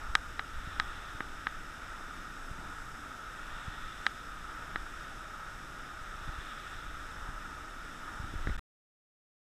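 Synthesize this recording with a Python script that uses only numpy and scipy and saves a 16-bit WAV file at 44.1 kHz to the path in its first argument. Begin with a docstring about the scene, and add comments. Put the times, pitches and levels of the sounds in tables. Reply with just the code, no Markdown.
"""Air flywheels of rowing machines whir in a large hall: flickering noise shaped by the air cavities of a case.
The microphone sits inside the closed plastic case of a small hand-held camera, which muffles the hall.
Noise swells as other rowers pull, and rushes with each pull of the nearest; rolling seats are patchy low noise.
The grip rumbles and bumps with slow pushes, and the case ticks under the fingers as slips ring its shell.
Near the end a jolt shakes the camera, then the sound drops out briefly and stops."""
import sys
import numpy as np
from scipy import signal
from scipy.fft import rfft, irfft
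from scipy.io import wavfile
from scipy.ndimage import uniform_filter1d

SR = 44100
rng = np.random.default_rng(int(sys.argv[2]) if len(sys.argv) > 2 else 0)


def dump(signal):
    """Clip the signal to [-1, 1] and save it as 16-bit WAV at the path in sys.argv[1]."""
    limited = np.clip(np.atleast_2d(signal).T, -1, 1)
    pcm = np.round(limited * 32767).astype(np.int16)
    wavfile.write(sys.argv[1], SR, pcm)


N = 423360  # samples, 9.6 s


def undb(db):
    """Amplitude factor of a level in dB."""
    return 10 ** (np.asarray(db) / 20)


def level(x, db):
    """Scale a sound to an rms of db, whatever its own rms was."""
    return x * undb(db) / np.sqrt(np.mean(x ** 2))


def curve(table):
    """A (time [s], value) table drawn as straight lines through every sample."""
    times, values = np.transpose(table)
    return np.interp(np.arange(N) / SR, times, values)


def walk(rate):
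    """Slow random wander: levels held 1 / rate seconds and smoothed twice; spread near 1."""
    hold = int(SR / rate)
    steps = np.repeat(rng.standard_normal(N // hold + 1), hold)
    smooth = uniform_filter1d(uniform_filter1d(steps, hold), hold)
    return 1.3 * smooth[:N]  # makes up for the spread lost in smoothing


def power(hz, slope=(), peaks=()):
    """Power per Hz of a broad spectrum plus steep-sided resonances, each 6 dB down at the edges of its width."""
    total = 0
    for centre, width, db in peaks:
        detune = 2 * (hz - centre) / width
        total = total + undb(2 * db) / (1 + detune ** 2) ** 2  # undb(2 * db) is a power
    if len(slope):
        f, db = np.transpose(slope)
        total = total + undb(2 * np.interp(np.log(hz), np.log(f), db, right=-90))
    return total


def noise(slope=(), peaks=(), flicker_db=0., rate=8):
    """Coloured noise of rms 1 in overlapping parts, an octave apart, whose levels flicker on their own."""
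    hz = np.maximum(np.arange(N // 2 + 1) * SR / N, 1)
    low_cut = np.minimum(hz / 12, 1) ** 2
    spectrum = rfft(rng.standard_normal(N)) * np.sqrt(power(hz, slope, peaks)) * low_cut
    octave = np.clip(np.log2(hz / 31.25), 0, 9)
    total = np.zeros(N)
    for k in range(10):
        part = np.clip(1 - abs(octave - k), 0, 1)  # triangular band
        total += irfft(spectrum * part, N) * undb(flicker_db * walk(rate))
    return level(total, 0)


def ring(x, hz, t60):
    """One damped mode struck by x, falling 60 dB in t60 seconds."""
    pole = np.exp(2j * np.pi * hz / SR - np.log(1000) / (t60 * SR))
    return signal.lfilter([1], [1, -pole], x).imag


def push(ms):
    """Smooth bell-shaped contact force of area 1, centred on sample 400; ms is two standard deviations."""
    t = np.arange(-400, 401) / SR
    shape = np.exp(-.5 * (t / (ms / 2000)) ** 2)
    return shape / shape.sum()


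def add(track, s, sound, db):
    """Lay a sound on the track from time s, scaled to a peak of db."""
    i = int(s * SR)
    track[i:i + len(sound)] += sound * undb(db) / abs(sound).max()


def hall_whir():
    """All the fans of the hall blend into steady air noise, coloured by the case wall and the air inside it."""
    # whir through the case wall: (frequency [Hz], relative level per Hz [dB])
    wall = [(60, -12.5), (150, -15.5), (320, -17), (480, -18), (850, -18), (1050, -22.5), (2300, -19.5),
            (3000, -22.5), (4400, -34), (6300, -28.5), (7200, -30.5), (9000, -37.5), (12500, -39.5),
            (15000, -48.5)]
    # air resonances inside the case: (frequency [Hz], width [Hz], relative level per Hz [dB])
    cavity = [(1296, 187, -1.5), (1446, 180, -4), (1645, 199.7, -10), (1844, 210, -12.5), (3615, 490, -20),
              (5310, 840, -24), (8040, 710, -28), (10140, 2200, -37.5), (13960, 900, -40)]
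    return undb(-46) * noise(wall, cavity, flicker_db=0.5, rate=9)


def other_rowers():
    """Distant pulls speed up other fans: a dull whoosh swells and dies on a bell curve, faster up than down."""
    # whooshes across the hall: (time of peak [s], rms level at peak [dB])
    whooshes = [(0.0, -50), (0.78, -50), (1.95, -51), (2.7, -52.5), (3.55, -49.5), (4.55, -49), (5.4, -52),
                (6.28, -49), (7.22, -51), (8.1, -49)]
    # their colour: (frequency [Hz], width [Hz], relative level per Hz [dB])
    bands = [(880, 300, -8.5), (1310, 300, 1), (1750, 400, -9.5)]
    rise_s, fall_s = 0.15, 0.24
    t = np.arange(N) / SR
    swell = np.zeros(N)
    for s, db in whooshes:
        side_s = np.where(t < s, rise_s, fall_s)
        swell += undb(db) * np.exp(-((t - s) / side_s) ** 2)
    return swell * noise(peaks=bands, flicker_db=0.5, rate=12.0)


def nearest_fan():
    """A fan close by is pulled up to speed: its rush of air rises, holds, and dies as the wheel coasts."""
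    # pulls of the nearest rower: (time at full speed [s], rms level of the rush [dB])
    pulls = [(0.72, -53.5), (3.55, -53.5), (4.65, -64.5), (6.35, -53.5), (8.5, -57)]
    # colour of the rush: (frequency [Hz], width [Hz], relative level per Hz [dB])
    bands = [(1350, 320, 0.5), (1800, 270, 4), (2600, 1100, -6), (3514, 600, 0), (5384, 330, -25.5),
             (7800, 780, -20.5)]
    rise_s, hold_s, coast_db_per_s = 0.27, .35, 26.5
    t = np.arange(N) / SR
    rush = np.zeros(N)
    for s, db in pulls:
        rise = np.exp(np.minimum(t - s, 0) / rise_s)
        coasting_s = np.maximum(t - s - hold_s, 0)
        rush += rise * undb(db - coast_db_per_s * coasting_s)
    return rush * noise(peaks=bands, flicker_db=0.5, rate=9.3)


def seats():
    """Seats rolling on their rails, felt through the floor as a dull, patchy noise."""
    # loudness of the rolling: (time [s], level [dB])
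    roll = [(0.0, -58), (0.65, -58), (2.1, -57), (2.7, -54.5), (3.15, -57.5), (3.6, -56.5), (4.16, -59),
            (4.7, -55), (5.7, -58), (6.3, -58), (6.78, -59), (7.34, -54.5), (7.95, -58), (8.3, -54.5)]
    # its colour: (frequency [Hz], width [Hz], relative level per Hz [dB])
    bands = [(149, 120, -2), (285, 150, -2), (630, 137, -9), (891, 250, -6.5)]
    return undb(curve(roll)) * noise(peaks=bands, flicker_db=2.5, rate=7)


def grip_rumble():
    """The hand holding the case makes a restless low noise right at the microphone."""
    # loudness of the hand on the case: (time [s], level [dB])
    grip = [(0.0, -44), (0.27, -47), (0.65, -41.5), (1.1, -48), (1.7, -47.5), (2.65, -48.5), (3.1, -50),
            (3.7, -47), (4.1, -50), (4.85, -46), (5.2, -48), (5.95, -50.5), (6.25, -43.5), (6.52, -52),
            (6.75, -45), (7.4, -44.5), (7.95, -49.5), (8.2, -45.5), (8.5, -37.5)]
    # its colour: (frequency [Hz], relative level per Hz [dB])
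    rumble = [(12, 1.5), (25, 2), (50, -6.5), (70, -11), (110, -18.5), (200, -35.5)]
    return undb(curve(grip)) * noise(rumble, flicker_db=1.2, rate=13)


def grip_bumps():
    """The grip shifts: a short round push that swings slowly back the other way."""
    # shifts of the grip: (time of push [s], peak level [dB], half length of push [ms], direction [sign])
    bumps = [(.053, -36, 5.8, -1), (.102, -32, 3.7, -1), (.675, -33, 1.3, 1), (1.152, -39.5, 1.2, -1),
             (2.514, -32, 1.65, 1), (3.683, -30, 1.54, -1), (6.015, -39.5, 2.3, 1), (6.279, -37, 0.99, -1),
             (6.291, -31.5, 1.6, 1), (6.39, -35.5, 1.6, -1), (7.289, -36, 1, -1), (8.202, -30.5, 1.45, -1),
             (8.243, -32, 1.4, -1), (8.34, -32.5, 0.73, -1), (8.359, -29.5, 2, -1), (8.476, -26.5, 2.1, 1),
             (8.491, -26.5, 1, 1)]
    out = np.zeros(N)
    for s, db, ms, sense in bumps:
        t = np.arange(-4 * ms, 16 * ms, 1000 / SR) / ms  # in half lengths of the push
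        swing_back = 0.41 * np.exp(-((t - 5.0) / 5.6) ** 2)
        bump = np.exp(-t ** 2 / 2) - swing_back
        add(out, s - .004 * ms, np.sign(sense) * bump, db)  # starts 4 half lengths early
    return out


def ticks():
    """Two quick slips of opposite sense ring the plastic shell, and a dull knock goes with them."""
    # ticks under the fingers: (time [s], shell peak level [dB], contact length [ms],
    # second slip over first [dB], peak of the dull knock over that of the shell [dB])
    tick_list = [(0.152, -5.5, 0.076, 14, -33), (0.3933, -16.5, .12, 9, -25), (0.7982, -11, 0.088, 15, -28),
                 (1.205, -19, 0.19, 10.5, -11.5), (1.4687, -15, 0.15, 17, -22), (4.065, -9, 0.093, 21, -30),
                 (4.758, -16.5, 0.16, 16, -16.5), (8.471, -22.5, 0.19, 16, -4.5),
                 (8.496, -31, 0.15, 1, -5.5)]
    # modes of the shell: (frequency [Hz], mean gain [dB], t60 [s], sense of swing [sign])
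    modes = [(537, -24.5, 0.01293, 1), (792, -17.5, 0.022, -1), (1271, -6, 0.025, 1), (1567, 2, 0.0127, 1),
             (1923, 5, 0.0065, -1), (2320, -6, 0.008, 1), (2960, -9, 0.011, -1), (3260, -8.5, 0.017, 1),
             (3900, -2.5, 0.0088, -1), (4920, -3.5, 0.0058, 1), (6190, -18.5, 0.014, -1),
             (8150, 0.5, 0.0052, -1), (10600, 7, 0.0024, -1), (13120, 9.5, .003, 1),
             (15170, 10.5, .003, -1)]
    slip_gap_s, scatter_db = .00065, 0.71  # the gains scatter anew at each tick
    out = np.zeros(N)
    for s, db, ms, slip_db, knock_db in tick_list:
        slips = np.zeros(2000)
        slips[0] = 1
        slips[int(slip_gap_s * SR)] = -undb(slip_db)
        force = np.convolve(slips, push(ms))
        shell = np.zeros(len(force))
        for hz, gain_db, t60, sense in modes:
            gain = undb(gain_db + scatter_db * rng.standard_normal())
            shell += np.sign(sense) * gain * ring(force, hz, t60)
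        start = s - 400 / SR  # puts the middle of the first slip at s
        add(out, start, shell, db)
        add(out, start, ring(force, hz=290, t60=0.012), db + knock_db)
    return out


def last_shake():
    """A last jolt leaves the camera shaking in the hand: one low damped swing."""
    out = np.zeros(N)
    jolt = np.arange(SR // 4) == 0  # a single-sample impulse
    add(out, 8.503, -ring(jolt, hz=45, t60=0.3), db=-27)
    return out


def scene():
    """The hall, the nearby rower and the handling noise together, in one channel."""
    hall = hall_whir() + other_rowers() + nearest_fan() + seats()
    handling = grip_rumble() + grip_bumps() + ticks() + last_shake()
    return (hall + handling)[None]


def record(dry):
    """The sound drops out for a moment between short linear fades, stops dead, and the top is cut."""
    dropout_start_s, dropout_end_s, stop_s = 8.5673, 8.5773, 8.5941
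    fade_s, top_hz = .0015, 15400
    t = np.arange(N) / SR
    outside_s = np.maximum(dropout_start_s - t, t - dropout_end_s)  # time away from the dropout
    running = np.clip(outside_s / fade_s, 0, 1) * (t < stop_s)
    top_cut = signal.ellip(8, .2, 70, top_hz, fs=SR, output="sos")
    return signal.sosfilt(top_cut, dry * running)


dry = scene()
out = record(dry)
dump(out)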